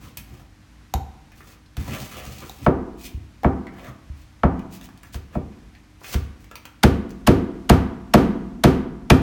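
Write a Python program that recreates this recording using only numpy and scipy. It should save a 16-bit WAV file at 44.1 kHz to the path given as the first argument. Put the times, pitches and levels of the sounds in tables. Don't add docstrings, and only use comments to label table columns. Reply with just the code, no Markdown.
import sys
import numpy as np
from scipy import signal
from scipy.fft import rfft, irfft
from scipy.io import wavfile
from scipy.ndimage import uniform_filter1d, minimum_filter1d, map_coordinates

SR = 44100
rng = np.random.default_rng(int(sys.argv[2]) if len(sys.argv) > 2 else 0)


def wrap_up_sound(samples):
    columns = np.atleast_2d(samples).T
    tamed = np.clip(columns, -1, 1)
    steps = np.round(tamed * 32767).astype(np.int16)
    wavfile.write(sys.argv[1], SR, steps)


def elevation(decibels):
    levels = np.asarray(decibels, float)
    return 10 ** (levels / 20)


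N = 406585

# [t/s, joist thump level/dB, floor boom level/dB, panel knock level/dB, cut length/ms]
CHOP_BLOWS = [
    (6.835, -8, -5.5, -16, 9),
    (7.274, -9, -4.5, -13, 11.5),
    (7.697, -8.5, -3, -9, 8.8),
    (8.139, -14, -4, -8.5, 6),
    (8.6385, -12.5, -2.5, -11.5, 5.6),
    (9.102, -6.5, -1.5, -11, 6.1),
]


def chops():
    *blow, cut_ms = np.transpose(CHOP_BLOWS)
    crack_db = -12.5 - 0.48 * cut_ms
    return blows(*blow, crack_db, cut_ms, shift_ms=1.623, fall_ms=0.98, contact_ms=0.0075, drive_db=3.0)


# [t/s, joist thump level/dB, floor boom level/dB, panel knock level/dB, crack level/dB]
KNOCK_BLOWS = [
    (0.938, -17.5, -32, -66, -34),
    (1.768, -22, -41, -45, -37),
    (2.664, -17.5, -10, -10, -41.5),
    (3.445, -16, -11, -12.5, -47),
    (4.434, -14.5, -11.5, -10.5, -44.5),
    (5.144, -25.5, -34.5, -45, -37),
    (6.143, -14, -24, -39.5, -29.5),
]


def knocks():
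    blow = np.transpose(KNOCK_BLOWS)
    cut_ms = np.full(len(blow[0]), 0.28)
    return blows(*blow, cut_ms, shift_ms=0.11, fall_ms=2.8, contact_ms=0.058, drive_db=2.5)


# [t/s, joist thump level/dB, floor boom level/dB, panel knock level/dB, crack level/dB]
SANDAL_STEPS = [
    (3.135, -25, -55, -65, -70),
    (4.09, -26.5, -61, -64.5, -77),
    (5.353, -20, -22, -20, -62),
]


def steps():
    blow = np.transpose(SANDAL_STEPS)
    cut_ms = np.full(len(blow[0]), 0.28)
    return blows(*blow, cut_ms, shift_ms=0.2, fall_ms=3.8, contact_ms=0.38, drive_db=3.0)


# [f/Hz, level/dB per Hz]
CRACK_COLOUR = [(470, -3.5), (800, 0.5), (1420, 4), (1900, 0.5), (3020, 1), (5110, -3), (7730, -9),
                (14800, -13), (16000, -55)]
# [f/Hz, level/dB, t60/s]
BLADE_MODES = [(14440, 1, 0.021), (11500, -4, 0.011), (7000, -61, 0.0044)]
# [f/Hz, level/dB, t60/s]
PANEL_MODES = [(451, -7, 0.056), (554.5, -8, 0.22), (606, 1, 0.16), (701.4, 3, 0.078), (833, 2, 0.041),
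               (914, 3.5, 0.019), (1114, -1.5, 0.066), (1320, 2, 0.042), (1523, -4.5, 0.03),
               (1734, -2, 0.02), (2257, -9, 0.044), (2950, -2.5, 0.0054)]
# [f/Hz, level/dB, t60/s]
BOARD_MODES = [(130.4, -3.5, 0.24), (163.8, -2, 0.2), (173.1, -3, 0.31), (233.7, 1, 0.096),
               (254.8, -6.5, 0.5), (265.6, -1, 0.12), (310, -2.5, 0.12), (354.9, 1.2, 0.1),
               (391.2, -10.5, 0.4), (413, -1, 0.067)]
# [f/Hz, level/dB, t60/s]
JOIST_MODES = [(45.4, -17, 0.71), (50.7, -17, 1), (62.9, 2, 0.26), (71.8, 5, 0.31), (77, -44, 0.035),
               (99.4, -2, 0.47), (129.7, -9.5, 0.52)]
# [f/Hz, level/dB per Hz]
FAR_KNOCK_COLOUR = [(250, -42.5), (420, -14.5), (650, 8.5), (1200, 2), (2000, -11.5), (3200, -23),
                    (5000, -33), (16000, -65.5)]
BOOM_LAG_MS, BOOM_RISE_MS, THUMP_LAG_MS = 4.085, 6, 9.8
THUMP_SEND_DB = -11


def blows(s, thump_db, boom_db, knock_db, crack_db, cut_ms, shift_ms, fall_ms, contact_ms, drive_db):
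    s = s + shift_ms / 1000
    boards_s = s + BOOM_LAG_MS / 1000
    joists_s = s + THUMP_LAG_MS / 1000
    boom_db = boom_db + drive_db
    thump_db = thump_db + drive_db
    crack = coloured(CRACK_COLOUR) * burst(s, crack_db + 6.0, cut_ms, fall_ms)
    blade = strike(BLADE_MODES, s, crack_db - 8.5, contact_ms=0.0036)
    knock = strike(PANEL_MODES, s, knock_db - 4, contact_ms)
    boom = strike(BOARD_MODES, boards_s, boom_db - 8, contact_ms=0.25)
    thump = strike(JOIST_MODES, joists_s, thump_db - 8.5, contact_ms=0.85, together=True)
    swell = signal.windows.hann(int(BOOM_RISE_MS * SR / 4000) + 3)
    boom = np.convolve(boom, swell / swell.sum())[:N]
    direct = crack + blade + knock + thump + boom

    at = (s * SR).astype(int)
    click, thud = np.zeros((2, N))
    click[at] = elevation(crack_db + 22.0)
    thud[at] = elevation(knock_db + 19)
    far_crack = shape(click, CRACK_COLOUR)
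    far_knock = soften(shape(thud, FAR_KNOCK_COLOUR), contact_ms)
    short_boards = [(hz, db, 0.21 * t60) for hz, db, t60 in BOARD_MODES]
    far_boom = strike(short_boards, boards_s, boom_db + 6.0, contact_ms=0.67)
    to_walls = far_crack + far_knock + far_boom + elevation(THUMP_SEND_DB) * thump
    return np.array([direct, to_walls])


# [t/s, body level/dB, f/Hz, bright level/dB]
SPLINTER_CLICKS = [
    (6.839, 7.5, 1190, -27),
    (9.104, 11, 2370, -37.5),
]


def splinters():
    return with_send(ticks(SPLINTER_CLICKS), send_db=-13)


# [t/s, body level/dB, f/Hz, bright level/dB]
CHIP_CLICKS = [(0.174, -23, 2900, -34), (0.171, -5, 12100, -54), (1.319, -26.5, 2390, -53),
               (1.406, -24, 1550, -64), (1.529, -36, 1010, -59.5), (1.661, -33, 3900, -73.5),
               (2.019, -21, 5040, -53), (3.4335, -6.5, 700, -43.5), (3.668, -17, 1900, -57),
               (4.593, -27, 2540, -50), (4.812, -21.5, 3050, -44.5), (4.889, -26, 1220, -54),
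               (4.976, -56, 3000, -50), (5.033, -25, 1380, -43.5), (5.524, -34, 2440, -81),
               (5.751, -26.5, 2500, -67), (6.015, -26, 1030, -65), (6.043, -17, 2380, -66),
               (6.443, -30, 2610, -48), (6.513, -18, 1380, -45.5), (6.556, -27, 1180, -34),
               (6.654, -22, 1300, -37), (7.094, -43, 6020, -50.5), (7.106, -26, 6100, -46)]


def chips():
    return with_send(ticks(CHIP_CLICKS), send_db=0.5)


# [f/Hz, level/dB per Hz]
GRIT_COLOUR = [(1300, -11.5), (2500, 6), (3770, 3), (6400, 3.5), (10400, -3), (14400, -1.5), (16000, 5.5)]


def ticks(rows):
    s, body_db, pitch_hz, bright_db = np.transpose(rows)
    rise_ms = np.full(len(s), 1.3)
    out = coloured(GRIT_COLOUR) * burst(s, bright_db + 4.0, rise_ms, fall_ms=2.6)
    for at, level_db, hz in zip(s, body_db, pitch_hz):
        i = int(at * SR)
        push = np.zeros(2000)
        push[:400] = rng.standard_normal(400) * elevation(level_db - 25.0 - 0.04 * np.arange(400))
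        out[i:i + 2000] += ring(push, hz, t60=6 / hz)
    return out


# [t/s, level/dB]
EDGE_TAPS = [
    (0.939, -20.5),
    (2.496, -33),
]
# [f/Hz, level/dB, t60/s]
EDGE_MODES = [(764, -11, 0.04), (1050, -14.5, .008), (2430, -22, .003), (3800, -5, 0.009),
              (6200, -0.5, .002), (13500, -2.5, .002)]


def taps():
    s, level_db = np.transpose(EDGE_TAPS)
    contact = rng.standard_normal(300) * elevation(-0.5 - 0.45 * np.arange(300))
    edge = strike(EDGE_MODES, s, level_db, contact_ms=0.0069)
    return with_send(np.convolve(edge, contact)[:N], send_db=-5)


# [t/s, speed as grit level/dB]
SPIN_SPEED = [
    (1.77, -49),
    (1.802, -54),
    (1.944, -44),
    (2.08, -47.5),
    (2.63, -53),
    (2.655, -43),
]


def spin_gains():
    t = np.arange(N) / SR
    s, speed_db = np.transpose(SPIN_SPEED)
    spinning = (t >= s[0]) * (t <= s[-1])
    over_grit_db = np.array([[0], [-1], [7]])
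    return spinning * elevation(np.interp(t, s, speed_db) + over_grit_db)


# [t/s, length/s, grit hiss level/dB, wood
# rasp level/dB, floor rumble level/dB]
SCUFF_MOVES = [(-.04, .2, -57, -50, -35), (0.163, 0.068, -56, -56, -40), (0.193, 0.31, -62.5, -53, -43),
               (1.327, 0.15, -59, -63, -45), (1.418, .16, -55, -52.5, -54.5),
               (1.771, 0.069, -66.5, -48.5, -27), (1.817, 0.21, -53, -33, -30),
               (1.99, 0.065, -71, -46, -33.5), (2.072, 0.22, -76.5, -37.5, -58.5),
               (2.23, 0.13, -74.5, -52, -35), (2.405, 0.055, -71.5, -36, -26.5),
               (2.585, 0.075, -73.5, -45, -30), (2.957, 0.16, -45, -60, -66),
               (3.683, .31, -59, -43.5, -44.5), (4.125, 0.16, -64, -98, -52), (4.688, 0.12, -48, -56, -62),
               (4.805, 0.077, -54.5, -61, -45), (5.008, 0.12, -64, -58, -56),
               (5.114, 0.066, -45.5, -62, -44), (5.3, 0.091, -63, -46, -37.5),
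               (5.981, 0.21, -45, -46.5, -61), (6.11, 0.048, -38.5, -42, -28),
               (6.378, 0.073, -60, -55, -46.5)]


def scuff_gains():
    t = np.arange(N) / SR
    attack, release = 0.35, 0.35
    gains = np.zeros((3, N))
    for start, length, *levels_db in SCUFF_MOVES:
        part = (t - start) / length
        swell = np.clip(np.minimum(part / attack, (1 - part) / release), 0, 1) ** 2
        gains += np.outer(elevation(np.array(levels_db)), swell)
    return gains


# [f/Hz, level/dB per Hz]
RASP_COLOUR = [(180, -25.5), (300, -10.5), (569, -11.5), (730, -20.5), (831, -23), (1230, 20.5),
               (1310, 17.5), (1440, 2), (3290, -10), (4000, -15.5), (5200, -55), (8800, -120)]
# [f/Hz, level/dB per Hz]
RUMBLE_COLOUR = [(15, -51), (25, -44.5), (52, -1), (70, 2.5), (130, 0.5), (172, -9), (321, -14),
                 (400, -22.5), (520, -39.5), (880, -120)]


def slides():
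    hiss, rasp, rumble = uniform_filter1d(spin_gains() + scuff_gains(), size=300, axis=1)
    clumps = elevation(1.8 * drift(45) + 2.6 * drift(300) + 2.5)
    grit = hiss * coloured(GRIT_COLOUR)
    wood = rasp * patchy(RASP_COLOUR, low_hz=282, patch_db=4.0, count=8)
    edge_hz, _, edge_t60 = EDGE_MODES[0]
    wood = wood + elevation(-15) * ring(wood, edge_hz, edge_t60)
    floor = rumble * elevation(5.2 * drift(24) - 6.5) * coloured(RUMBLE_COLOUR)
    return clumps * (grit + wood) + floor


# [f/Hz, t60/s, level/dB]
ROOM_DECAY = [(40.2, 2.2, -2), (71, 2.4, -17), (120, 0.39, -6), (270, 1.48, -4), (400, 0.61, -4.5),
              (726, 0.98, -4.5), (1900, 0.72, -3.5), (4600, 0.46, -8), (13000, 0.36, -8)]


def room(x):
    early_db, early_share = 7.5, 0.21
    t = np.arange(int(1.2 * SR)) / SR
    tail = 0
    white = rng.standard_normal((2, len(t)))
    edges = 25 * 2 ** np.arange(0, 9.6, .5)
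    for k, (low, high) in enumerate(zip(edges, edges[1:])):
        band = bandpass(white[k % 2], low, high)
        middle_hz = np.sqrt(low * high)
        t60 = at_hz(ROOM_DECAY, middle_hz)
        level = elevation(at_hz(ROOM_DECAY, middle_hz, axis=2)) * np.sqrt(2 * np.log(1000) / (t60 * SR))
        late = elevation(-60 * t / t60)
        early = elevation(early_db - 60 * t / (early_share * t60))
        tail = tail + level * band * (late + early)
    build = np.clip((t - .003) / 0.0015, 0, 1)
    return signal.fftconvolve(x, tail * build)[:N]


# [f/Hz, level/dB per Hz]
AIR_COLOUR = [(13, -27), (22, -36), (53, 8), (70, -3), (263, -9.5), (294, -15), (337, -23.5), (1040, -22.5),
              (1810, -23.5), (2020, -23.5), (2450, -25.5), (3320, -29), (5930, -32), (16000, -47)]
# [f/Hz, level/dB rms]
HUM_TONES = [(307, -70.5), (97, -68)]


def air():
    t = np.arange(N) / SR
    hum = 0
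    for hz, level_db in HUM_TONES:
        hum = hum + elevation(level_db + 10.5 + 1.5 * drift(0.8)) * np.sin(2 * np.pi * hz * t)
    return elevation(-50.5 + 0.8 * drift(4.16)) * coloured(AIR_COLOUR) + hum


def strike(modes, times, levels_db, contact_ms, together=False):
    at = np.minimum((np.asarray(times) * SR).astype(int), N - 1)
    out = np.zeros(N)
    spread_db = 2.5 * rng.standard_normal((len(at), len(modes)))
    for k, (hz, mode_db, t60) in enumerate(modes):
        sign = 1 if together else (-1) ** k
        push = np.zeros(N)
        push[at] = sign * elevation(levels_db + mode_db + spread_db[:, k])
        out += ring(push, hz, t60)
    return soften(out, contact_ms)


def ring(push, hz, t60):
    r = elevation(-60 / (t60 * SR))
    w = 2 * np.pi * hz / SR
    return signal.lfilter([0, np.sin(w)], [1, -2 * r * np.cos(w), r * r], push + 1e-18)


def soften(x, contact_ms):
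    r = np.exp(-1000 / (contact_ms * SR))
    return signal.lfilter([1 - r], [1, -r], x)


def burst(times, levels_db, rise_ms, fall_ms):
    out = np.zeros(N)
    for s, level_db, rise in zip(times, levels_db, rise_ms):
        i = np.arange(max(int((s - .03) * SR), 0), min(int((s + .05) * SR), N))
        ms = (i / SR - s) * 1000
        swell = np.clip(1 + ms / max(rise, .3), 0, 1) ** 2
        out[i] += elevation(level_db) * swell * np.exp(-np.maximum(ms, 0) / fall_ms)
    return out


def with_send(x, send_db):
    return x * elevation([[0], [send_db]])


def coloured(spectrum):
    return shape(rng.standard_normal(N), spectrum)


def shape(x, spectrum):
    gain = elevation(at_hz(spectrum, np.maximum(np.fft.rfftfreq(N, 1 / SR), 1)))
    return irfft(rfft(x) * rms_one(gain), N)


def patchy(spectrum, low_hz, patch_db, count):
    noise = coloured(spectrum)
    edges = low_hz * 2 ** (np.arange(count + 1) / 2)
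    out = np.zeros(N)
    for k, (low, high) in enumerate(zip(edges, edges[1:])):
        out += bandpass(noise, low, high) * elevation(patch_db * drift(25)) * (-1) ** k
    return rms_one(out)


def bandpass(x, low, high):
    return signal.sosfilt(signal.butter(2, [low, high], "band", fs=SR, output="sos"), x)


def drift(rate):
    values = rng.standard_normal(int(N / SR * rate) + 3)
    return map_coordinates(values, [np.arange(N) * rate / SR], order=3)


def rms_one(x):
    return x / np.sqrt(np.mean(x ** 2) + 1e-20)


def at_hz(points, hz, axis=1):
    points = np.array(points)
    return np.interp(np.log(hz), np.log(points[:, 0]), points[:, axis])


def scene():
    struck = chops() + knocks() + steps()
    small = chips() + splinters() + taps()
    direct, to_walls = struck + small + slides()
    return (direct + room(to_walls) + air())[None]


def band_limit(x):
    return signal.sosfilt(signal.butter(12, 16520, fs=SR, output="sos"), x)


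def record(dry):
    low_hz, ceiling_db, release_db_s = 42, -0.2, 400
    dry = signal.sosfilt(signal.butter(3, low_hz, "high", fs=SR, output="sos"), dry)
    release_db = release_db_s * np.arange(N) / SR
    over_db = np.maximum(20 * np.log10(np.abs(dry[0]) + 1e-9) - ceiling_db, 0)
    held_db = np.maximum.accumulate(over_db + release_db) - release_db
    gain_db = uniform_filter1d(minimum_filter1d(-held_db, size=65), size=65)
    mix = dry * elevation(gain_db)
    return band_limit(mix)


dry = scene()
out = record(dry)
wrap_up_sound(out)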